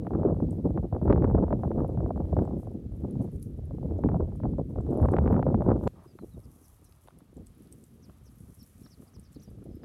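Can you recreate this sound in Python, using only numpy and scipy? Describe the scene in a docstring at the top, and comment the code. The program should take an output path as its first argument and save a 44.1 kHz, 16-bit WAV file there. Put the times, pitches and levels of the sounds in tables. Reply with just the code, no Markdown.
"""Gusty wind buffets the microphone port of a hand-held phone, then, after a hard cut, a calmer stretch.
Wind is filtered rumble plus random pressure ripples, with single eddies in the gusts and thumps in the calm.
Dry brush rustles as grainy shaped noise; its snaps and a click at the cut are short noise bursts.
In the calm, noise scuffs and knocks are soles on the ground, and a small bird some way off sings in
gliding sines, over a faint bed of air noise. Table levels are relative: fixed trims follow."""
import sys
import numpy as np
from scipy import signal
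from scipy.fft import rfft, irfft
from scipy.io import wavfile
from scipy.ndimage import uniform_filter1d

SR = 44100
rng = np.random.default_rng(int(sys.argv[2]) if len(sys.argv) > 2 else 0)


def inscribe(sig):
    """Save sig as 16-bit PCM at rate SR to the path in sys.argv[1].

    A 1-D sig is mono; a 2-D sig holds one channel per row.
    Samples are clipped to [-1, 1] before scaling.
    """
    pcm = np.round(np.clip(np.atleast_2d(sig).T, -1, 1) * 32767)
    wavfile.write(sys.argv[1], SR, pcm.astype(np.int16))


N = 433944
T = np.arange(N) / SR
CUT_S = 5.8765
GUSTY = T < CUT_S


def wind():
    """Turbulence at the port: rumble and flutter throughout, eddies in the gusts, thumps in the calm."""
    rumble_db, flutter_db, deep_db = wind_levels()
    puff = np.clip(.95 * walk(90) + .35 * walk(25), -3, 1.6)
    gust_flutter = flutter(np.where(GUSTY, flutter_db, -60) + 36, puff)
    calm_flutter = flutter(np.where(GUSTY, -60, flutter_db) + 33, puff)
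    blow = undb(rumble_db - 1.32) * rumble(deep_db, puff)
    blow += undb(flutter_db - 5) * np.where(GUSTY, gust_flutter, calm_flutter)
    cut_fade = np.clip(np.abs(T - CUT_S) / 0.00014, 0, 1)
    return cut_fade * (blow + GUSTY * eddies()) + thumps()


# Wind between buffets, before and after the cut. Each row: time in seconds, rumble level in dB,
# flutter level in dB, deepest rumble over whole rumble in dB.
GUST_LEVELS = [(0.0, -33.5, -42.5, -4.5), (0.23, -32.5, -41, -4.5), (0.73, -30.5, -46.5, -4),
               (0.98, -37, -49.5, -3), (1.16, -26, -38, -3.5), (1.34, -25, -37, -4), (1.55, -29, -43, -4),
               (1.73, -32, -47, -4), (1.98, -30.5, -42, -4.5), (2.32, -31.5, -41.5, -4),
               (2.74, -40, -60, -5.5), (2.94, -40, -60, -4), (3.14, -37.5, -58, -6.5),
               (3.3, -41.5, -75, -4), (3.55, -40.5, -58.5, -3), (3.73, -33.5, -49.5, -4),
               (4.27, -30, -49.5, -3), (4.56, -35, -64, -3.5), (4.72, -35, -60.5, -4.5),
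               (5.0, -31, -36, -4.5), (5.21, -22.5, -33.5, -3.5), (5.52, -27, -38, -4),
               (5.72, -26.5, -30.5, -3.5), (5.87, -43.5, -61, -5)]
CALM_LEVELS = [(5.9, -52, -69, -5), (6.09, -54.5, -63, -3.5), (6.32, -50.5, -67, -4), (6.52, -58, -78, -3),
               (6.97, -57, -74, -2), (7.38, -56.5, -69, -3.5), (7.61, -55, -75, -2.5), (7.76, -56, -77, -3),
               (8.34, -54.5, -75, -2.5), (8.43, -55, -85, -2), (8.58, -68, -87, -1), (8.8, -59, -76, -5),
               (9.0, -57, -75, -4), (9.18, -54.5, -82, -3), (9.42, -56, -80, -4.5), (9.67, -58, -66, -5),
               (9.84, -56, -64, -3)]
# Short swells of the wind. Each row: start in seconds, peak level in dB, flutter over rumble in dB,
# decay time in seconds.
BUFFETS = [(0.137, -22, -6, 0.079), (0.241, -17, -9.5, 0.05), (0.307, -21.5, -23, 0.05),
           (0.416, -15.5, -24, 0.032), (0.634, -18, -15, 0.046), (0.691, -17, -15, 0.036),
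           (0.777, -22, -11, 0.029), (0.92, -16, -9.5, 0.046), (1.011, -15.5, -21, 0.067),
           (1.07, -12.5, -6.5, 0.046), (1.161, -12, -17, 0.037), (1.233, -19.5, -10.5, 0.03),
           (1.35, -19, -8.5, 0.075), (1.499, -23, -6.5, 0.033), (1.637, -18.5, -10.5, 0.038),
           (1.703, -28, -12, 0.061), (1.767, -22, -7.5, 0.071), (1.964, -19.5, -13, 0.07),
           (2.14, -22, -15, 0.036), (2.25, -28, -19, 0.05), (2.315, -18, -11.5, 0.13),
           (2.492, -23.5, -12.5, 0.056), (2.653, -23.5, -9.5, 0.035), (2.844, -33, -32, 0.044),
           (2.911, -27.5, -17, 0.072), (3.029, -21.5, -12.5, 0.032), (3.158, -21.5, -16.5, 0.094),
           (3.345, -24.5, -27, 0.017), (3.568, -26, -27, 0.067), (3.822, -24.5, -21.5, 0.027),
           (3.895, -24, -19, 0.024), (3.95, -27.5, -27, 0.05), (4.034, -15.5, -14, 0.1),
           (4.112, -19.5, -10.5, 0.058), (4.19, -23, -7, 0.051), (4.323, -30, -19, 0.05),
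           (4.432, -14, -12.5, 0.027), (4.524, -22.5, -26, 0.03), (4.577, -22.5, -8, 0.022),
           (4.684, -26.5, -15, 0.064), (4.77, -19, -10, 0.05), (4.85, -24, -13, 0.04),
           (5.006, -10, -14.5, 0.094), (5.129, -22, -10, 0.045), (5.243, -21, -17, 0.05),
           (5.347, -13, -10, 0.05), (5.458, -15.5, -9, 0.05), (5.535, -20, -13.5, 0.076),
           (5.706, -21.5, -5, 0.091), (5.817, -18, -9, 0.078), (6.06, -43, -15, 0.05),
           (6.21, -41.5, -1, 0.043), (6.342, -34, -17, 0.051), (6.446, -42.5, -23, 0.05),
           (6.71, -45, -22, 0.039), (7.029, -54, -25, 0.05), (7.104, -51, -19, 0.062),
           (7.352, -36, -13.5, 0.075), (7.705, -42, -26, 0.057), (8.079, -44, -18, 0.031),
           (8.19, -60, -19, 0.05), (8.398, -40.5, -24, 0.05), (8.48, -44, -22, 0.036),
           (8.567, -46, -31, 0.043), (8.61, -49, -26, 0.038), (8.748, -45, -23, 0.054),
           (8.811, -44, -16, 0.046), (8.973, -42, -8.5, 0.04), (9.154, -42.5, -19, 0.06),
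           (9.353, -42.5, -18, 0.059), (9.472, -37, -16, 0.05), (9.508, -40, -8, 0.042),
           (9.566, -38, -17, 0.043), (9.653, -34, -21, 0.024), (9.689, -38.5, -7, 0.027),
           (9.741, -37.5, -12, 0.05)]
BUFFET_ATTACK_S, BUFFET_RMS_DB = .012, -6.5  # rms under the peak
RUMBLE_WAVER_DB, FLUTTER_WAVER_DB, DEEP_WANDER_DB = 0.84, 2.0, 2.0


def wind_levels():
    """Rumble, flutter and deep-share levels in dB: a wavering steady wind plus the power of the buffets."""
    def steady(column):
        gust_db = np.interp(T, *np.array(GUST_LEVELS).T[[0, column]])
        calm_db = np.interp(T, *np.array(CALM_LEVELS).T[[0, column]])
        return np.where(GUSTY, gust_db, calm_db)

    def buffets(share):
        def swell(rows):
            return swells([(s, db + share * over_db + BUFFET_RMS_DB, BUFFET_ATTACK_S, decay_s)
                           for s, db, over_db, decay_s in rows])
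        early = [row for row in BUFFETS if row[0] < CUT_S]
        return np.where(GUSTY, swell(early), swell(BUFFETS[len(early):]))

    rumble_db = in_db(undb(steady(1) + RUMBLE_WAVER_DB * walk(14)), buffets(0))
    flutter_db = in_db(undb(steady(2) + FLUTTER_WAVER_DB * walk(18)), buffets(0.94))
    deep_db = np.minimum(steady(3) + DEEP_WANDER_DB * walk(9), 0)
    return rumble_db, flutter_db, deep_db


# Rumble spectrum. Each row: frequency in Hz, density in dB per Hz.
RUMBLE_SPECTRUM = [(12, -48.5), (20, -19), (47, 0), (81, 2.5), (203, -3.5), (252, -5), (500, -20.5),
                   (650, -43.5), (1100, -120)]


def rumble(deep_db, puff):
    """Low noise split near 115 Hz: the deep part wavers slowly, the upper part follows the puffs."""
    noise = coloured(RUMBLE_SPECTRUM)
    low_pass = signal.butter(2, 115, fs=SR, output="sos")
    deep = signal.sosfiltfilt(low_pass, noise)
    upper_share = np.sqrt(np.clip(1 - undb(2 * deep_db), .08, 1))
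    upper = unit((noise - deep) * undb(3.2 * puff))
    return undb(0.75 * deep_db) * unit(deep * undb(1.4 * walk(25))) + upper_share * upper


# Random ripples of the flutter, by size. Each row: rate per second, width in ms, frequency in Hz,
# level in dB, extra dB per dB of gust.
RIPPLES = [(257.8, 1.07, 342, 2, 0), (200.2, 0.85, 534, -3, 0.16), (203.4, 0.76, 853, -15, 0.67),
           (120, 0.72, 1240, -25, 1.5), (110, 0.12, 1200, -38, 1.0)]


def flutter(gust_db, puff):
    """A dense rain of random ripples; the finer sizes grow faster with the gust than the coarse ones."""
    out = 0
    t = np.arange(-512, 513) / SR
    for rate, width_ms, hz, db, slope in RIPPLES:
        level = undb(db + slope * gust_db + 5.97 * puff)
        for phase in (0, .25):  # cycles
            struck = rng.random(N) < rate / 2 / SR
            hits = struck * rng.standard_normal(N) * level
            shape = ripple(t, width_ms, hz, phase) * np.hanning(len(t))
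            out = out + signal.fftconvolve(hits, shape, "same")
    return out / 2.8 * np.sqrt(SR / 400)


# Single eddies breaking on the port. Each row: time in seconds, level in dB,
# fine over coarse ripple in dB.
EDDIES = [(0.05, -40, -35), (0.068, -24.5, -28), (0.107, -26, -48), (0.135, -26.5, -35),
          (0.232, -23.5, -42), (0.273, -37, -51), (0.294, -38.5, -41), (0.344, -36.5, -44.5),
          (0.366, -36, -45), (0.402, -27, -46), (0.656, -35, -51), (0.775, -21, -33.5), (0.834, -37.5, -40),
          (0.848, -40, -40), (0.926, -25, -51), (0.949, -31, -36.5), (0.964, -25, -46), (1.015, -29.5, -45),
          (1.029, -32, -42), (1.055, -31, -38), (1.078, -20.5, -40), (1.099, -19, -32), (1.11, -18, -24),
          (1.126, -16, -22), (1.16, -20.5, -37), (1.177, -20.5, -38), (1.223, -24.5, -27),
          (1.243, -16.5, -30.5), (1.276, -32, -36), (1.299, -26, -36.5), (1.311, -26, -41),
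          (1.351, -23, -48), (1.378, -25.5, -42), (1.44, -26.5, -46), (1.481, -28, -43),
          (1.506, -23.5, -40), (1.527, -16, -35.5), (1.634, -21, -37), (1.649, -31, -42), (1.678, -39, -34),
          (1.715, -24, -35), (1.761, -37, -42), (1.781, -31, -45), (1.803, -30, -36), (1.846, -25, -49),
          (1.918, -44, -49), (1.974, -30, -34.5), (2.005, -27, -43), (2.061, -27, -42), (2.091, -38, -50),
          (2.106, -20, -54), (2.16, -32, -40), (2.176, -29, -41), (2.203, -28, -52), (2.251, -42, -36),
          (2.328, -25.5, -46), (2.367, -18.5, -50), (2.39, -25.5, -28), (2.44, -40, -41), (2.452, -32, -45),
          (2.476, -28.5, -52), (2.51, -34, -56), (2.597, -45, -38), (2.631, -39.5, -52), (2.671, -35, -55),
          (2.92, -50, -34), (3.02, -50, -42), (3.049, -33, -64), (3.102, -51, -27), (3.155, -39.5, -53),
          (3.208, -46, -39), (3.276, -46.5, -36), (3.358, -54, -28), (3.709, -36.5, -48),
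          (3.783, -38.5, -49), (3.829, -36, -59), (3.909, -36.5, -43), (3.959, -45.5, -34),
          (4.037, -22, -29.5), (4.088, -23.5, -27.5), (4.116, -30, -34), (4.144, -21.5, -51),
          (4.168, -32.5, -47.5), (4.202, -24, -58), (4.32, -43, -31), (4.354, -45, -36), (4.401, -36, -36),
          (4.434, -32, -25), (4.454, -23.5, -52), (4.535, -38, -47), (4.583, -32, -43), (4.705, -45, -44),
          (4.759, -31.5, -45), (4.785, -34, -36), (4.805, -35, -38), (4.865, -38, -34), (4.876, -41, -39),
          (5.001, -23.5, -45), (5.028, -24.5, -35), (5.056, -18.5, -36), (5.086, -18, -32.5),
          (5.137, -15, -28), (5.166, -19, -21), (5.185, -13.5, -25), (5.24, -35, -34), (5.26, -23, -29.5),
          (5.276, -19.5, -24), (5.309, -24, -33), (5.328, -22.5, -29.5), (5.342, -23.5, -29),
          (5.366, -24, -29), (5.393, -18.5, -39.5), (5.427, -17.5, -27.5), (5.466, -18, -53),
          (5.502, -28, -46), (5.544, -15.5, -45.5), (5.607, -25.5, -38.5), (5.62, -20.5, -41.5),
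          (5.663, -25, -43), (5.688, -24, -48), (5.716, -17, -42), (5.811, -32, -51), (5.836, -30, -44),
          (5.871, -18, -37)]
EDDY_SPACING_S = 0.002505  # mean, before random stretch


def eddies():
    """Each eddy is a faint steep front, then three stronger ripples, each softer, wider and lower than the last."""
    lead_s = .008
    out = np.zeros(N)
    t = np.arange(int(.03 * SR)) / SR - lead_s
    for (s, db, fine_db), chance in zip(EDDIES, rng.random((len(EDDIES), 6))):
        width_ms = max(-fine_db / 80, .1)
        eddy = undb(fine_db + 9) * ripple(t - .0012, 0.2, 1900, chance[3])  # steep front
        for k in range(3):
            delay_s = 0.001054 + k * (.5 + chance[k]) * EDDY_SPACING_S
            coarse = ripple(t - delay_s, width_ms * 1.73 ** k, 680 / 1.136 ** k, chance[3 + k])
            eddy = eddy + undb(-3.5 * k) * coarse
        add(out, s - lead_s, undb(db + 0.5) * eddy * signal.windows.tukey(len(t), .5))
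    return out


# Slow puffs thumping the port in the calm. Each row: time in seconds, level in dB,
# frequency in Hz, width in ms.
THUMPS = [(6.061, -41.5, 336, 2.6), (6.152, -40, 336, 2.4), (6.211, -36, 204, 3.1), (6.343, -35, 164, 3.4),
          (6.545, -49, 226, 2.3), (7.047, -52, 164, 2.6), (7.219, -47, 245, 2.6), (7.364, -38.5, 156, 2.6),
          (7.394, -39, 159, 2.6), (7.429, -44, 223, 2.3), (7.604, -46, 215, 2.6), (7.704, -46, 280, 2.6),
          (7.932, -47.5, 230, 2.9), (8.082, -41, 202, 3), (8.183, -54, 151, 2.6), (8.231, -46, 151, 2.4),
          (8.295, -46, 210, 3.9), (8.405, -41, 161, 2.6), (8.442, -50, 151, 2.6), (8.496, -36.5, 167, 2.4),
          (8.621, -43, 223, 4.1), (8.754, -46, 175, 2.6), (8.814, -38.5, 207, 2), (8.839, -41, 151, 2.6),
          (8.936, -46, 156, 2.6), (8.999, -36, 199, 2.3), (9.148, -45, 151, 3.1), (9.189, -41.5, 180, 2.9),
          (9.302, -48, 186, 2.6), (9.367, -36.5, 260, 2.7), (9.479, -40.5, 161, 2.6),
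          (9.511, -38, 205, 2.6), (9.573, -37.5, 153, 2.6), (9.619, -42, 275, 2.6),
          (9.664, -30.5, 159, 2.6), (9.689, -33, 288, 1.8), (9.709, -36, 221, 2.6),
          (9.744, -35.5, 231, 2.6), (9.768, -35, 315, 2.2)]


def thumps():
    """Each puff is one wide, low pressure ripple."""
    lead_s = .02
    out = np.zeros(N)
    t = np.arange(int(.05 * SR)) / SR - lead_s
    for (s, db, hz, width_ms), phase in zip(THUMPS, rng.random((len(THUMPS), 1))):
        thump = ripple(t, width_ms, hz, phase) * np.hanning(len(t))
        add(out, s - lead_s + 0.0031, undb(db) * thump)
    return out


def ripple(t, width_ms, hz, phase):
    """A smooth pressure wiggle; the narrower it is, the wider its spectrum spreads."""
    return np.cos(2 * np.pi * (hz * t + phase)) / (1 + (1000 * t / width_ms) ** 2)


# Steady brush rustle. Each row: time in seconds, level in dB.
RUSTLE = [(0, -82.5), (2.3, -83.5), (4.8, -82.5), (5.1, -79), (5.7, -81), (5.9, -78), (6.6, -70),
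          (7.15, -80), (7.7, -77), (8.1, -75.5), (8.55, -69.5), (8.9, -69.5), (9.2, -79.5), (9.84, -81)]
# Leaf spectrum. Each row: frequency in Hz, density in dB per Hz.
LEAF_SPECTRUM = [(3530, -28.5), (6000, -8.5), (6900, -10), (10700, -2), (12400, -3.5), (14000, -13.5),
                 (15200, -17.5), (16000, -19.5)]
# Brush sweeping past a leg. Each row: time of the peak in seconds, level in dB,
# rise and fall time in seconds.
SWEEPS = [(.52, -74, .03), (1.04, -79, .04), (1.61, -79, .05), (1.88, -82, 0.036), (2.44, -78, .03),
          (2.62, -72.5, 0.083), (2.96, -76, 0.046), (3.23, -69, 0.033), (3.35, -73, .04), (4.36, -78, .03),
          (4.71, -74.5, .03), (5.84, -70, .04), (6.69, -67.5, .06), (6.85, -71, .03), (7.04, -68, .05),
          (7.62, -77, .05), (7.8, -72, .08), (8.4, -72, .06), (9.05, -68, .07), (9.34, -71, .03),
          (9.43, -69, 0.034), (9.51, -74, 0.028), (9.76, -80, .04)]
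# Twigs and crust snapping, and at 5.875 s the click at the cut. Each row: start in seconds, level in dB,
# frequency in Hz, dull crack level in dB.
SNAPS_AND_CLICK = [(0.0692, -63, 11000, -68), (0.508, -47, 8400, -78.5), (1.8028, -60.5, 10600, -79),
                   (1.8791, -55, 11300, -79), (2.167, -65, 7460, -74), (2.3406, -65, 7890, -76),
                   (2.42, -58, 11300, -77), (2.4518, -56.5, 7740, -81), (2.9208, -61, 10800, -79),
                   (2.9642, -61, 11300, -80), (3.1088, -50, 10000, -70), (3.2176, -53, 8710, -72),
                   (3.3179, -56, 11300, -79), (3.3598, -55, 9210, -79), (3.397, -56, 9700, -73),
                   (3.4276, -36.5, 10600, -55), (3.5748, -60, 9350, -79), (3.6544, -56, 10500, -81),
                   (3.9843, -62, 7130, -71), (4.3587, -53.5, 8990, -79), (4.5161, -64, 9990, -76),
                   (4.583, -64, 7500, -81), (4.8095, -57, 7950, -78), (4.8648, -63, 8930, -63),
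                   (4.9082, -52, 8490, -78), (4.9312, -54, 11800, -79), (4.9741, -48, 10600, -79),
                   (5.0165, -51, 10300, -71), (5.0604, -56, 9820, -78), (5.084, -63, 7170, -64),
                   (5.1168, -48.5, 9220, -67), (5.3243, -50, 12200, -68), (5.839, -58, 7100, -63),
                   (5.875, -46, 7190, -45), (6.0397, -60, 10900, -75), (6.2931, -60, 13000, -73),
                   (6.4028, -58, 10420, -64), (6.557, -54, 10800, -71), (6.8443, -50.5, 9490, -72),
                   (6.924, -58, 10300, -56), (7.074, -53, 10300, -65), (7.1028, -63, 9680, -77),
                   (7.1876, -48, 10700, -76), (7.3422, -58, 10100, -77), (7.3692, -54, 7500, -75),
                   (7.4689, -44, 8200, -62), (7.5183, -61.5, 8680, -78), (7.5507, -59, 10500, -80),
                   (7.5822, -56, 11600, -81.5), (7.6226, -52, 11300, -70), (7.673, -59, 10600, -65),
                   (7.7255, -38, 8450, -80), (7.8101, -58, 8670, -80), (7.8395, -47, 8210, -83),
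                   (8.3579, -54, 12200, -77), (8.404, -51, 10600, -73), (8.5435, -49, 10500, -76),
                   (8.6293, -46, 12100, -68), (8.7809, -55, 8500, -78), (8.8248, -59, 9800, -64),
                   (9.197, -45, 9200, -72), (9.3292, -52, 8170, -72), (9.5043, -57, 11200, -79),
                   (9.641, -51.5, 10400, -75), (9.7542, -54, 12300, -78)]
SHAKE_DB, SHAKE_RISE_S, SHAKE_FALL_S = -24.5, 0.014, 0.028  # rustle swell around each burst


def brush():
    """Leaf noise over decaying random grains, and snaps and the cut's click, each with a swell of rustle."""
    grains = undb(np.minimum(4.4 * rng.exponential(size=N), 14)) * (rng.random(N) < .003)
    grain_power = signal.lfilter([1], [1, -np.exp(-1 / (0.0018 * SR))], grains ** 2)
    grit = np.sqrt(grain_power + 2)
    steady = undb(np.interp(T, *np.transpose(RUSTLE)) + 0.8 * walk(7))
    shaken = swells([(s - SHAKE_RISE_S, db + SHAKE_DB, SHAKE_RISE_S, SHAKE_FALL_S)
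                     for s, db, _, _ in SNAPS_AND_CLICK])
    swept = swells([(s - length_s, db, length_s, length_s) for s, db, length_s in SWEEPS])
    rustle_db = in_db(steady, shaken, swept)
    rustle = coloured(LEAF_SPECTRUM) * grit / np.median(grit)
    out = rustle * undb(rustle_db - 2 + 1.3 * walk(30))
    noises = rng.standard_normal((len(SNAPS_AND_CLICK), 1024))
    for (s, db, hz, crack_db), noise in zip(SNAPS_AND_CLICK, noises):
        tick = undb(db - 5) * burst(noise, 0.001, hz, 2000, 1.9)
        ring = undb(db - 9.5) * burst(noise, 0.004, hz, 450, 2.9)
        crack = undb(crack_db + 1) * burst(noise, 0.00058, 3800, 1500, 7.2)
        add(out, s - .002, tick + ring + crack)
    return out


# Soles scuffing sand. Each row: time in seconds, level in dB.
SCUFF = [(5.89, -96), (5.945, -87), (5.96, -67), (6.06, -66), (6.08, -90), (6.38, -80), (6.45, -75),
         (6.7, -78), (7.3, -82), (7.75, -88), (8.1, -79.5), (8.4, -83), (8.5, -75.5), (8.6, -88),
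         (9.0, -90), (9.07, -73), (9.14, -86), (9.84, -95)]
# Soles knocking on crust. Each row: start in seconds, peak level in dB, 60 dB ring time in seconds.
KNOCKS = [(6.188, -42.5, 0.024), (7.074, -51, 0.024), (7.084, -42, 0.011), (7.106, -54, 0.022),
          (7.205, -55, 0.023), (8.097, -49.5, 0.017), (8.862, -52, 0.02), (9.023, -55, 0.023),
          (9.134, -59, 0.02), (9.166, -56, 0.017), (9.624, -59, 0.02), (9.834, -45.5, 0.013)]


def steps():
    """Sand scuffs are noise in a dull band; knocks on hard crust are short decaying mid-band noise."""
    s, db = np.transpose(SCUFF)
    sand_spectrum = [(300, -31), (600, 1), (1200, -1), (1500, -13), (2200, -21), (4000, -48)]  # Hz, dB
    out = (T > CUT_S) * undb(np.interp(T, s, db) + 3.5) * coloured(sand_spectrum)
    t = np.arange(2048) / SR
    band = signal.butter(4, [450, 1450], "band", fs=SR, output="sos")
    for (s, db, ring_s), noise in zip(KNOCKS, rng.standard_normal((len(KNOCKS), 2048))):
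        knock = signal.sosfilt(band, noise * np.exp(-np.log(1000) * t / ring_s))
        add(out, s, undb(db) * knock / np.abs(knock).max())
        grit = burst(noise, 0.0009, 2700, 1400, 4)  # under the sole
        add(out, s - .002, undb(db - 11) * grit)
    return out


# Whistled notes, one list of breakpoints per note. Each row: time in seconds, frequency in Hz, level in dB.
WHISTLES = [
    [(6.07, 5100, -71), (6.1, 4900, -74), (6.13, 4600, -76)],
    [(6.19, 4300, -76), (6.21, 4100, -76), (6.235, 3900, -80)],
    [(6.31, 4200, -78), (6.33, 3900, -75), (6.355, 3700, -75)],
    [(8.585, 5600, -69), (8.615, 5400, -58.5), (8.627, 3700, -74), (8.635, 5700, -62.5), (8.65, 5400, -66)],
    [(8.83, 5500, -69), (8.855, 5500, -63), (8.865, 3500, -68.5), (8.875, 5700, -66), (8.89, 5400, -81)],
    [(6.85, 4400, -81), (6.865, 4100, -77), (6.88, 3800, -82)],
    [(9.072, 5600, -71), (9.08, 4500, -68), (9.088, 5600, -73)],
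    [(9.34, 6200, -66), (9.355, 4000, -69), (9.362, 4900, -66), (9.372, 3400, -71)],
    [(9.393, 3800, -63), (9.402, 6000, -64), (9.414, 6800, -76), (9.421, 4000, -70), (9.428, 6100, -64),
     (9.44, 5600, -65), (9.46, 5600, -74)],
    [(9.44, 5200, -76), (9.475, 4700, -79), (9.5, 4900, -72)],
    [(9.7, 5300, -78), (9.735, 4900, -82), (9.76, 5300, -81), (9.785, 4900, -76)],
    [(9.822, 5000, -78), (9.838, 5000, -68)],
]
# Buzzy falling notes. Each row: start in seconds, end in seconds, start frequency in Hz,
# end frequency in Hz, level in dB.
BUZZES = [(6.43, 6.464, 5600, 4670, -76), (6.623, 6.674, 6470, 5048, -73.5),
          (6.842, 6.884, 6300, 5160, -75), (8.023, 8.062, 6200, 4620, -68.5),
          (8.247, 8.293, 6400, 4770, -71), (8.899, 8.951, 6100, 4260, -66.5),
          (9.135, 9.17, 6240, 4700, -68), (9.227, 9.28, 6150, 4500, -73)]
WARBLE_RATE_HZ, BUZZ_RATE_HZ = 130, 215


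def bird():
    """Gliding warbled sines, and falling notes beaten into a buzz by a fast pitch and level flutter."""
    out = np.zeros(N)
    for note in WHISTLES:
        s, hz, db = np.transpose(note)
        t = np.arange(s[0], s[-1], 1 / SR)
        warble_hz = min(150 * undb(1.2 * (db.max() + 69)), 170)  # louder notes warble more
        pitch_hz = np.interp(t, s, hz) + warble_hz * np.sin(2 * np.pi * WARBLE_RATE_HZ * t)
        level = signal.windows.tukey(len(t), .3) * undb(np.interp(t, s, db) + 1)
        add(out, s[0], level * np.sin(2 * np.pi * np.cumsum(pitch_hz) / SR))
    for start_s, end_s, start_hz, end_hz, db in BUZZES:
        t = np.arange(0, end_s - start_s, 1 / SR)
        beat = 2 * np.pi * BUZZ_RATE_HZ * t
        pitch_hz = np.linspace(start_hz, end_hz, len(t)) + 450 * np.cos(beat)
        shape = np.hanning(len(t)) ** 0.27 * (1 + 0.3 * np.sin(beat))
        add(out, start_s, undb(db + 3.5) * shape * np.sin(2 * np.pi * np.cumsum(pitch_hz) / SR))
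    return out


# Air spectrum. Each row: frequency in Hz, density in dB per Hz.
AIR_SPECTRUM = [(290, -30.5), (500, -4.5), (698, -6.5), (1000, -12.5), (1250, -6), (1380, -11),
                (2690, -15.5), (3290, -15.5), (6900, -22), (11300, -23), (15100, -28), (16000, -26)]


def air():
    """Faint, slowly wavering broadband noise."""
    return undb(-74.5 + 1.2 * walk(5.7)) * coloured(AIR_SPECTRUM)


def burst(noise, decay_s, hz, width_hz, steep):
    """A decaying noise burst in one band, peak 1, with 2 ms of room for its rise."""
    t = np.arange(len(noise)) / SR - .002
    f = np.arange(len(noise) // 2 + 1) * SR / len(noise)
    decaying = (t >= 0) * noise * np.exp(-t / decay_s)
    x = irfft(rfft(decaying) / (1 + np.abs((f - hz) / width_hz) ** steep))
    return x / np.abs(x).max()


def swells(rows):
    """Power-summed amplitude of (start s, dB, rise s, fall s) swells: linear rise, exponential fall."""
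    power = np.zeros(N)
    t = np.arange(SR // 3) / SR
    for s, db, rise_s, fall_s in rows:
        shape = np.where(t < rise_s, (t / rise_s) ** 2, np.exp(-2 * (t - rise_s) / fall_s))
        add(power, s, undb(2 * db) * shape)
    return np.sqrt(power)


def coloured(points):
    """Noise of rms 1 with the given (Hz, dB) spectrum, interpolated over log frequency."""
    hz, db = np.transpose(points)
    f = np.maximum(np.arange(N // 2 + 1) * SR / N, 1)
    gain = undb(np.interp(np.log(f), np.log(hz), db))
    return unit(irfft(rfft(rng.standard_normal(N)) * gain, N))


def walk(rate_hz):
    """Random levels held 1 / rate_hz seconds and slewed twice; rms 1."""
    k = int(SR / rate_hz)
    held = np.repeat(rng.standard_normal(N // k + 1), k)
    return unit(uniform_filter1d(uniform_filter1d(held, k), k)[:N])


def undb(db):
    """Amplitude of a level in dB."""
    return 10 ** (np.asarray(db) / 20)


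def in_db(*parts):
    """Level in dB of amplitudes whose powers add."""
    return 10 * np.log10(sum(p ** 2 for p in parts))


def unit(x):
    """Scale to rms 1."""
    return x / np.sqrt(np.mean(x ** 2))


def add(out, s, sound):
    """Mix a short sound in at s seconds."""
    i = max(int(s * SR), 0)
    out[i:i + len(sound)] += sound[:N - i]


def scene():
    """Sum the layers; the ground returns the song 4 ms later."""
    song = bird()
    song = song + 0.3 * np.roll(song, int(0.004 * SR))
    return (wind() + brush() + steps() + song + air())[None]


def record(dry):
    """The phone drops the lowest bass, rounds the loudest peaks and cuts the top."""
    high_pass = signal.butter(3, 40, "high", fs=SR, output="sos")
    low_pass = signal.ellip(10, .2, 80, 15800, fs=SR, output="sos")
    rounded = np.tanh(2.6 * signal.sosfilt(high_pass, dry)) / 2.52
    return signal.sosfilt(low_pass, rounded)


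dry = scene()
out = record(dry)
inscribe(out)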